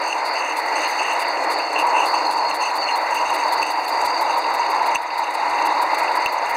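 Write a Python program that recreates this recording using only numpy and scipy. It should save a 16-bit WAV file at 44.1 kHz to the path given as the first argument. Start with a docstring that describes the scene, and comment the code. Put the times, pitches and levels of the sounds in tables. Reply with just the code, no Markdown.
"""A burner and rolling wheels roar as a small steam locomotive gathers speed, a hand-held camera close by.
Resonances shape noise into roar and hum; a valve wheezes with a sinking whistle; steam leaks steadily,
puffs once a turn and spits at two points of it. Rods knock, and the camera housing creaks and clicks as
slips and impacts set off its rings. Wind buffets faintly; the housing cuts notches in everything, and
its limiter ducks just after strong, treble-weighted peaks."""
import sys
import numpy as np
from scipy.fft import rfft, irfft, next_fast_len
from scipy.io import wavfile
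from scipy.ndimage import uniform_filter1d, map_coordinates

SR = 44100
rng = np.random.default_rng(int(sys.argv[2]) if len(sys.argv) > 2 else 0)


def inscribe(sig):
    """Save sig as 16-bit PCM at rate SR to the path in sys.argv[1].

    A 1-D sig is mono; a 2-D sig holds one channel per row.
    Samples are clipped to [-1, 1] before scaling.
    """
    pcm = np.round(np.clip(np.atleast_2d(sig).T, -1, 1) * 32767)
    wavfile.write(sys.argv[1], SR, pcm.astype(np.int16))


N = 289558

# Roar levels over time: start_s [s], flue_tone_db, flame_db, wheel_whirr_db, hum_db [dB]
ROAR_LEVELS = [(0, -31, -28, -29.5, -37), (.05, -24.5, -27.5, -30.5, -39), (.6, -27.5, -26.5, -30, -39.5),
               (.8, -25, -26, -27.5, -37.5), (1.25, -26, -26, -30, -38.5), (1.5, -25, -23, -28, -34),
               (1.67, -29.5, -27, -31.5, -37.5), (1.81, -20.5, -24, -30.5, -34.5),
               (1.96, -21, -25.5, -29.5, -35.5), (2.3, -21.5, -26, -34.5, -37.5),
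               (2.7, -23, -27.5, -31, -40), (3.5, -21, -26, -30.5, -38.5), (4.2, -22, -26.5, -31, -38),
               (4.55, -22.5, -27, -32, -38.5), (4.85, -20, -27, -29, -38.5), (5.3, -21.5, -26, -30, -40.5),
               (5.7, -19.5, -27.5, -30, -36), (6.2, -21.5, -24, -28.5, -37.5),
               (6.57, -22.5, -28.5, -30.5, -40)]
# Broad flame spectrum: frequency_hz [Hz], density_db [relative dB per Hz]
FLAME_SPECTRUM = [(250, -58), (500, -16), (700, -10), (1150, -14.5), (1500, -22.5), (1900, -29),
                  (3000, -43)]
# Flue resonances, before squaring: centre_hz [Hz], width_hz [Hz], level_db [relative dB]
FLUE_MODES = [(946, 69, -1), (868, 147, -1.5), (968, 297, -3.5)]
# Wheel resonances, before the power 1.52: centre_hz [Hz], width_hz [Hz], level_db [relative dB]
WHIRR_MODES = [(2011, 330, 1.5), (1470, 490, -4), (2460, 106, -5.5)]
# Frame resonances: centre_hz [Hz], width_hz [Hz], level_db [relative dB]
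HUM_MODES = [(310, 26, 0), (333, 90, -7), (457, 105, -5)]


def roar():
    """Resonance of noise: the flame roars and sounds the flue; wheels whirr and the frame hums."""
    tone_db, flame_db, whirr_db, hum_db = curves(ROAR_LEVELS)
    tone = noise(lambda f: peaks(FLUE_MODES)(f) ** 2 * dull(f))
    flame = noise(shape(FLAME_SPECTRUM))
    whirr = noise(lambda f: peaks(WHIRR_MODES)(f) ** 1.52 * dull(f))
    low_cut = lambda f: (f / 270) ** 8 / (1 + (f / 270) ** 8)
    hum = noise(lambda f: peaks(HUM_MODES)(f) * low_cut(f) * dull(f))
    flutter = wobble(30)  # shared by flame and flue
    tone = amp(tone_db + 1.3 * flutter + 0.27 * wobble(8)) * tone
    flame = amp(flame_db + 0.72 * flutter + 0.36 * wobble(8)) * flame
    whirr = amp(whirr_db + 0.65 * wobble(25) + 0.82 * wobble(8)) * whirr
    return tone + flame + whirr + amp(hum_db + 0.89 * wobble(9.3)) * hum


# Leak levels over time: start_s [s], sizzle_db, hiss_db, breathy_band_db [dB]
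LEAK_LEVELS = [(0, -52, -61, -52), (.6, -48.5, -56.5, -51), (1.0, -47.5, -55.5, -44),
               (1.6, -49.5, -58.5, -50), (2.05, -45.5, -55, -47), (2.4, -48, -57.5, -48),
               (3.2, -48, -56, -45), (3.8, -46, -54, -44), (4.5, -48, -58.5, -42.5), (4.9, -49, -58, -42.5),
               (5.2, -47.5, -57, -42), (5.8, -48.5, -57, -42.5), (6.57, -48.5, -56.5, -44)]
# Leak spectra, sizzle and hiss: frequency_hz [Hz], density_db [relative dB per Hz]
SIZZLE_SPECTRUM = [(4500, -19), (5400, 11.5), (6800, 12), (8000, 5.5), (9000, 4), (10000, -30)]
HISS_SPECTRUM = [(6000, -25), (9000, 0), (10500, 0), (12000, -4), (13000, -3), (15000, -5), (15700, -9),
                 (15860, -18)]
# Puff spectra, body and treble: frequency_hz [Hz], density_db [relative dB per Hz]
PUFF_SPECTRUM = [(1500, -40), (2700, 2.5), (4500, 14), (5600, 1), (8500, 3.5), (9300, -0.5), (10400, 3.5),
                 (12000, -5)]
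PUFF_TREBLE_SPECTRUM = [(11500, -12), (12900, 1), (13700, -3), (14600, 0), (15300, -5), (15850, -16)]
# Spit spectrum: frequency_hz [Hz], density_db [relative dB per Hz]
SPIT_SPECTRUM = [(5000, -28), (7500, 8), (10500, 0.5), (12000, -4), (15000, -5), (15850, -14)]
# Wheel turns, also timing wheeze and rattle: puff_s [s], puff_db, puff_treble_db, first_spit_db,
# second_spit_db, out_stroke_wheeze_db, back_stroke_wheeze_db [dB], spit_delay_ms [ms]
WHEEL_TURNS = [(-0.068, -35.5, -50, -44, -57, -33, -35.5, -8),
               (0.2528, -34.5, -50.5, -43, -47, -29.5, -40, -7), (0.567, -32, -46, -41, -41, -34, -32, 4),
               (0.878, -34, -46.5, -46, -38, -32, -35.5, 4), (1.1937, -31, -45, -40, -42, -30.5, -34.5, 0),
               (1.503, -30.5, -47, -39, -40, -28, -33.5, 1), (1.7865, -32.5, -47, -40, -44, -35, -36.5, 4),
               (2.0573, -32, -46, -41, -42, -28.0, -30.0, 10),
               (2.3092, -32, -48, -43, -39, -30.5, -31.5, 3), (2.5436, -33.5, -46, -47, -50, -31, -33, 0),
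               (2.7547, -33, -44.5, -57, -49, -27, -29.5, 0), (2.957, -35.5, -47, -57, -44, -33, -36.5, 3),
               (3.1455, -32, -43.5, -49, -39, -34.0, -34.5, 1),
               (3.34, -31.5, -44, -42, -44, -33.5, -32.5, -5),
               (3.523, -29.5, -41.5, -49, -36, -30, -30.0, -2), (3.704, -31, -40, -49, -39, -32, -32, 4),
               (3.88, -31.5, -40, -49, -39, -30.5, -32.0, -1), (4.0505, -29, -41, -47, -47, -31.0, -30, -1),
               (4.2098, -34.0, -41, -54, -53, -32.5, -31.0, -2),
               (4.375, -34.5, -43, -49, -49, -35, -34.5, -1), (4.538, -35, -43, -49, -55, -34, -33.5, -2),
               (4.6994, -35, -44, -51, -45, -33.5, -35, -2), (4.86, -33.5, -43, -46, -52, -35.5, -35, 0),
               (5.0172, -34.5, -46.5, -57, -53, -38, -33, 1), (5.1786, -32, -41, -58, -41, -34, -38.5, 0),
               (5.34, -32, -46, -57, -56, -36.5, -37.5, -10), (5.4953, -39, -55, -54.5, -52, -37, -36, 2),
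               (5.6555, -32.0, -42.5, -54, -54, -35.5, -34.5, 0),
               (5.818, -30.5, -41, -55, -38, -38, -33, -4),
               (5.9833, -31.5, -43.5, -40, -45, -34.5, -35.5, -1),
               (6.1543, -31.5, -43, -49, -49, -33.5, -32.5, -1), (6.323, -35, -40, -57, -43, -37, -37.5, 0),
               (6.4929, -34, -41.5, -42, -57, -39.0, -38.0, 1)]
# Nominal places of the two spits: turn_share [share of a turn]
SPIT_PLACES = [.285, .79]
# Spits off the beat: start_s [s], peak_db [dB]
STRAY_SPIT_EVENTS = [(.077, -41), (.097, -46), (.392, -47), (.785, -43), (.934, -49), (1.9654, -46),
                     (2.6229, -41), (4.3098, -49), (6.2437, -47)]
PORT_OPEN = .128  # share of a turn
BREATHY_LIFT_DB = 5  # raised cyclically around the first spit and half a turn later


def steam():
    """Turbulent jet noise: a steady leak, one gated puff a turn while the port is open, and short spits."""
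    t = np.arange(SR // 8) / SR
    body, treble, spits = np.zeros((3, N + 2 * SR))
    spit = np.sqrt(t / .0022) * np.exp(.5 - t / .0044)  # peaks at 1 after 2.2 ms
    for row, turn in zip(WHEEL_TURNS, np.diff(turn_edges())):
        s, puff_db, treble_db, *spit_levels = row[:5]
        length = PORT_OPEN * turn
        opens = 1 / (1 + np.exp((.003 - t) / .0008))
        shuts = 1 / (1 + np.exp((t - .004 - length) / .002))
        opening = amp(-3 * t / length) * opens * shuts  # sags 3 dB while open
        add(body, s - .004, amp(puff_db) * opening)
        add(treble, s - .004, amp(treble_db) * opening)
        for at, size_db in zip(SPIT_PLACES, spit_levels):
            add(spits, s + at * turn + row[7] * 1e-3, amp(size_db) * spit)
    for s, db in STRAY_SPIT_EVENTS:
        add(spits, s, amp(db) * spit)
    body, treble, spits = (track[SR:SR + N] for track in (body, treble, spits))

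    sizzle_db, hiss_db, breathy_db = curves(LEAK_LEVELS)
    breathy_db = breathy_db + BREATHY_LIFT_DB * np.cos(2 * np.pi * (turns() - SPIT_PLACES[0])) ** 20
    sizzle = amp(sizzle_db + 1.3 * wobble(20) + 2.2 * wobble(70)) * noise(shape(SIZZLE_SPECTRUM))
    hiss = amp(hiss_db + 1.4 * wobble(40)) * noise(shape(HISS_SPECTRUM))
    breath = noise(lambda f: ring(3850, 420)(f) ** 2 * dull(f))
    leak = sizzle + hiss + amp(breathy_db + 2.6 * wobble(25)) * breath
    puffs = body * noise(shape(PUFF_SPECTRUM)) + treble * noise(shape(PUFF_TREBLE_SPECTRUM))
    flicker = amp(1.3 * wobble(140) + 1.1 * wobble(600))
    return leak + flicker * puffs + spits * noise(shape(SPIT_SPECTRUM))


# Whistle within the wheeze: start_s [s], whistle_share [0-1 of power, before its rise],
# puff_pitch_hz [Hz], turn_end_pitch_hz [Hz]
WHISTLE_COURSE = [(0, 0.4, 4640, 4310), (1.15, 0.4, 4700, 4235), (1.7, 0.63, 4680, 4260),
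                  (2.05, 0.45, 4634, 4240), (2.5, 0.6, 4500, 4226), (2.9, 0.9, 4534, 4260),
                  (3.2, 0.23, 4588, 4384), (3.7, 0.56, 4720, 4510), (4.2, 0.62, 4742, 4570),
                  (5, 0.06, 4794, 4540), (6.57, 0, 4780, 4550)]
# Broad valve hiss, before squaring: centre_hz [Hz], width_hz [Hz], level_db [relative dB]
VALVE_MODES = [(4350, 350, -0.5), (4693, 490, -0.5)]
WHISTLE_RISE = 0.084  # time constant of its build-up after the puff, share of a turn


def wheeze():
    """Flow noise at a valve face: a broad hiss and a fuzzy whistle that sinks each turn as pressure falls."""
    share, start_hz, end_hz = curves(WHISTLE_COURSE)
    share = np.clip(share, 0, 1)
    turn = turns() % 1
    stroke_db = np.array(WHEEL_TURNS)[:, 5:7].ravel()
    db = uniform_filter1d(stroke_db[(2 * turns()).astype(int)], size=600)  # one level a stroke
    pitch_hz = end_hz + (start_hz - end_hz) * (1 - turn) + 45 * wobble(25)
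    phase = 2 * np.pi * np.cumsum(pitch_hz) / SR
    whistle = unit(wobble(210) * np.cos(phase) + wobble(210) * np.sin(phase))  # narrow noise about the pitch
    whistle = (1 - np.exp(-turn / WHISTLE_RISE)) * whistle
    broad = noise(lambda f: peaks(VALVE_MODES)(f) ** 2 * dull(f))
    return amp(db + 0.8 * wobble(30)) * (np.sqrt(1 - share) * broad + np.sqrt(share) * whistle)


# Housing creaks: start_s [s], length_s [s], lower_ring_db, upper_ring_db [dB]
CREAK_EVENTS = [(0.035, 0.12, -30, -38.5), (0.353, 0.17, -27, -39), (0.673, 0.025, -37, -46),
                (0.751, 0.11, -23, -34.5), (0.88, 0.094, -33.5, -40), (0.987, 0.18, -25.5, -38),
                (1.186, 0.067, -34, -53), (1.592, 0.039, -27.5, -48), (1.754, 0.071, -22.5, -44),
                (1.893, 0.022, -30, -42), (1.946, 0.1, -21.5, -38.5), (2.136, 0.039, -25.5, -39),
                (2.606, 0.087, -27.5, -36.5), (2.883, 0.032, -23.5, -39), (3.12, 0.099, -27.5, -39),
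                (3.251, 0.2, -32.5, -42.5), (3.619, 0.084, -24.5, -35.5), (3.72, 0.1, -33, -49),
                (4.293, 0.039, -29.5, -39), (4.611, 0.027, -32, -56), (4.948, 0.018, -19, -27.5),
                (5.641, 0.035, -27, -49)]
# Rod knocks: turn_share [share of a turn], width [turns], lower_ring_db, upper_ring_db [dB before scatter]
ROD_KNOCKS = [(.02, 0.029, -38.5, -48), (.38, 0.059, -38, -43.5), (.58, .04, -35.5, -49.5),
              (.8, .03, -37.5, -42.5)]
# The two housing rings, one pass: centre_hz [Hz], width_hz [Hz]
HOUSING_RINGS = [(2720, 266), (6290, 520)]
# Bright edge of the slips: frequency_hz [Hz], density_db [relative dB per Hz]
GRIT_SPECTRUM = [(6800, -17), (8300, 8), (9300, -7), (10500, -8), (11500, -18), (15000, -16)]
CREAK_RISE_S, CREAK_FALL_S = .002, .0095
CREAK_FADE_DB = 1  # over the whole length of a creak
KNOCK_SCATTER_DB = 2.5


def creak():
    """Stick-slip excitation: uneven, clumped slips drive both housing rings and leave a bright edge."""
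    t, turn = np.arange(N) / SR, turns()
    power = amp([-40, -56.5])[:, None] ** 2 * np.ones(N)  # constant bed of the lower and upper ring
    for s, length, *db in CREAK_EVENTS:
        rise = 1 / (1 + np.exp(np.clip((s - t) / CREAK_RISE_S, -50, 50)))
        fall = 1 / (1 + np.exp(np.clip((t - s - length) / CREAK_FALL_S, -50, 50)))
        fade = amp(-CREAK_FADE_DB * np.clip((t - s) / length, 0, 1))
        power = power + (amp(db)[:, None] * rise * fall * fade) ** 2
    for at, width, *db in ROD_KNOCKS:
        nearest = np.round(turn - at)
        scatter = amp(KNOCK_SCATTER_DB * rng.standard_normal(len(WHEEL_TURNS) + 2))
        bump = np.exp(-((turn - at - nearest) / width) ** 2 / 2)
        power = power + (amp(db)[:, None] * scatter[nearest.astype(int)] * bump) ** 2
    slips = rng.standard_normal((3, N)) * amp(1.9 * wobble(90))  # clumps
    slips = slips * (0.29 + (rng.random(N) < .02) * 3.9)  # a few large slips among small ones
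    low, high = (unit(filtered(s, lambda f: ring(*mode)(f) ** 2 * dull(f / 2)))
                 for s, mode in zip(slips, HOUSING_RINGS))
    grit = amp(-9.5) * unit(filtered(slips[2], shape(GRIT_SPECTRUM)))
    low_gain, high_gain = np.sqrt(power)
    return low_gain * low + high_gain * (high + grit)


# Housing clicks: start_s [s], crack_db, lower_ring_db, upper_ring_db, thud_db [relative dB]
CLICK_EVENTS = [(1.3718, -54.5, -17, -37, -59), (2.5109, -45, -12.5, -29, -60),
                (2.8292, -51, -17, -38, -60), (3.6289, -28, -8, -38, -41), (4.4425, -53, -15.5, -36, -60),
                (4.957, -24, -3.5, -27, -32), (4.9635, -44.5, -11, -40, -40),
                (5.1043, -51, -15, -38, -56.5), (5.1559, -55, -18, -44, -54), (5.5869, -50, -19, -36, -62),
                (6.08, -48, -14, -35, -60), (6.2605, -23, -4.5, -27, -29), (6.268, -42.5, -9, -26, -43),
                (6.4689, -55, -22, -37.5, -58.5)]


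def clicks():
    """Impulse response: each click is a bright crack, two decaying housing rings and a low thud."""
    out, t = np.zeros(N + 2 * SR), np.arange(SR // 10) / SR
    (low_hz, _), (high_hz, _) = HOUSING_RINGS
    for s, crack_db, low_db, high_db, thud_db in CLICK_EVENTS:
        snap = amp(-60 * t / .005)  # falls 60 dB in 5 ms
        grain = np.convolve(rng.standard_normal(len(t)), [1, 0, -1], "same")  # strongest near 11 kHz
        crack = amp(crack_db) * snap * grain
        rings = amp(low_db - 60 * t / 0.025) * np.sin(2 * np.pi * low_hz * t) * (1 - np.exp(-t / 0.0004))
        rings += amp(high_db - 60 * t / 0.018) * np.sin(2 * np.pi * high_hz * t)
        push = t / .0006
        add(out, s, crack + rings + amp(thud_db) * push * np.exp(1 - push))
    return out[SR:SR + N]


# Wind gusts: centre_s [s], half_length_s [s],
# peak_db [dB, own level of the gust, its amplitude added to the steady wind's]
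GUST_EVENTS = [(1.255, 0.16, -68), (1.5, 0.11, -72), (2.3, 0.33, -70), (1.88, 0.09, -67),
               (2.451, 0.092, -64), (3.3, 0.17, -70), (3.638, .1, -63), (4.04, 0.061, -61),
               (4.347, .06, -75), (4.801, .07, -66), (5.55, .15, -69), (6.09, .05, -70), (6.504, .1, -72)]
# Wind spectrum: frequency_hz [Hz], density_db [relative dB per Hz]
RUMBLE_SPECTRUM = [(18, -47), (30, -14), (70, -7.5), (146, -9), (209, -7), (260, -14.5), (340, -39),
                   (570, -120)]
WIND_DB, WIND_GROWS_DB = -69, 1.17  # level at first; growth a second


def wind():
    """Turbulent pressure on the microphone: faint low noise, swelling in short gusts."""
    t = np.arange(N) / SR
    gusts = sum(amp(db) * np.exp(-((t - s) / half) ** 2) for s, half, db in GUST_EVENTS)
    level = amp(WIND_DB + WIND_GROWS_DB * t) + gusts
    return level * unit(amp(1.4 * wobble(14)) * noise(shape(RUMBLE_SPECTRUM)))


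def scene():
    """Superposition: the sources add."""
    return (roar() + steam() + wheeze() + creak() + clicks() + wind())[None]


# Notch centres: frequency_hz [Hz]
NOTCH_CENTRES = [3185, 4075, 5150, 5675, 7145, 8185]
# Their shapes: width_hz [Hz], floor_db [dB at the centre]
NOTCH_SHAPES = [(740, -33), (172, -24), (477, -41), (365, -25), (358, -28), (70, -18)]


def housing(f):
    """Cavity absorption: cavities around the microphone cut narrow notches in the response."""
    return np.prod([1 - (1 - amp(db)) * ring(c, w)(f)
                    for c, (w, db) in zip(NOTCH_CENTRES, NOTCH_SHAPES)], axis=0)


def limited(x, top_db, release_db, treble_hz):
    """Gain control: drops just after a treble-weighted peak passes the top, climbs release_db a second."""
    weighted = filtered(x, lambda hz: hz ** 2 / (hz ** 2 + treble_hz ** 2))
    need = np.minimum(0, top_db - 20 * np.log10(np.abs(weighted) + 1e-9))
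    climb = release_db * np.arange(N) / SR
    held = np.minimum(0, climb + np.minimum.accumulate(need - climb, axis=-1))
    return x * amp(uniform_filter1d(held, size=201, origin=90))  # smoothed mostly over the past: it lags


CEILING, TOP_HZ = .52, 15870  # amplitude where peaks round off; upper band edge


def record(dry):
    """A transmission chain: housing colour, limiter, soft saturation, band limit."""
    x = limited(filtered(dry, housing), top_db=-18.0, release_db=11.5, treble_hz=2925)
    x = x / (1 + np.abs(x / CEILING) ** 8) ** (1 / 8)
    return filtered(x, lambda hz: hz < TOP_HZ)


def turn_edges():
    """Periodic motion: start of each turn in seconds, the last turn as long as the one before."""
    starts = np.array(WHEEL_TURNS)[:, 0]
    return np.r_[starts, 2 * starts[-1] - starts[-2]]


def turns():
    """Rotational phase: wheel turns counted from the first puff, one value per sample."""
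    edges = turn_edges()
    return np.interp(np.arange(N) / SR, edges, np.arange(len(edges)))


def add(track, s, event):
    """Superposition: lays an event into a track that starts one second early."""
    track[round((s + 1) * SR):][:len(event)] += event


def amp(db):
    """Decibel law: level to amplitude."""
    return 10 ** (np.asarray(db) / 20)


def unit(x):
    """Normalisation to rms 1."""
    return x / np.sqrt(np.mean(x ** 2) + 1e-20)


def curves(rows):
    """Linear interpolation: one value per sample for each column after the time."""
    s, *cols = np.transpose(rows)
    return [np.interp(np.arange(N) / SR, s, c) for c in cols]


def wobble(rate):
    """Slow random modulation: a smooth curve through rate random knots a second."""
    return map_coordinates(rng.standard_normal(int(N * rate / SR) + 4), [np.arange(N) * rate / SR])


def filtered(x, response):
    """Linear filtering: x times a complex response of frequency."""
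    m = next_fast_len(N + SR // 2)
    return irfft(rfft(x, m) * response(np.fft.rfftfreq(m, 1 / SR)), m)[..., :N]


def shape(points):
    """Spectral envelope: gain of (Hz, dB) points on a log axis, -120 dB outside them."""
    f, db = np.transpose(points)
    return lambda hz: amp(np.interp(np.log(hz + 1), np.log(f + 1), db, -120, -120))


def ring(centre_hz, width_hz):
    """Damped oscillator: one causal resonance, gain 1 at its centre."""
    return lambda f: 1j * f * width_hz / (centre_hz ** 2 - f * f + 1j * f * width_hz)


def peaks(modes):
    """Incoherent summation: magnitude of resonances that add in power."""
    return lambda f: np.sqrt(sum(np.abs(amp(db) * ring(c, w)(f)) ** 2 for c, w, db in modes))


def dull(f):
    """Low-pass roll-off: far skirts of the resonances die out in the treble."""
    return 1 / (1 + (f / 6000) ** 6)


def noise(response):
    """Random excitation: fresh coloured noise of rms 1."""
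    return unit(filtered(rng.standard_normal(N), response))


dry = scene()
out = record(dry)
inscribe(out)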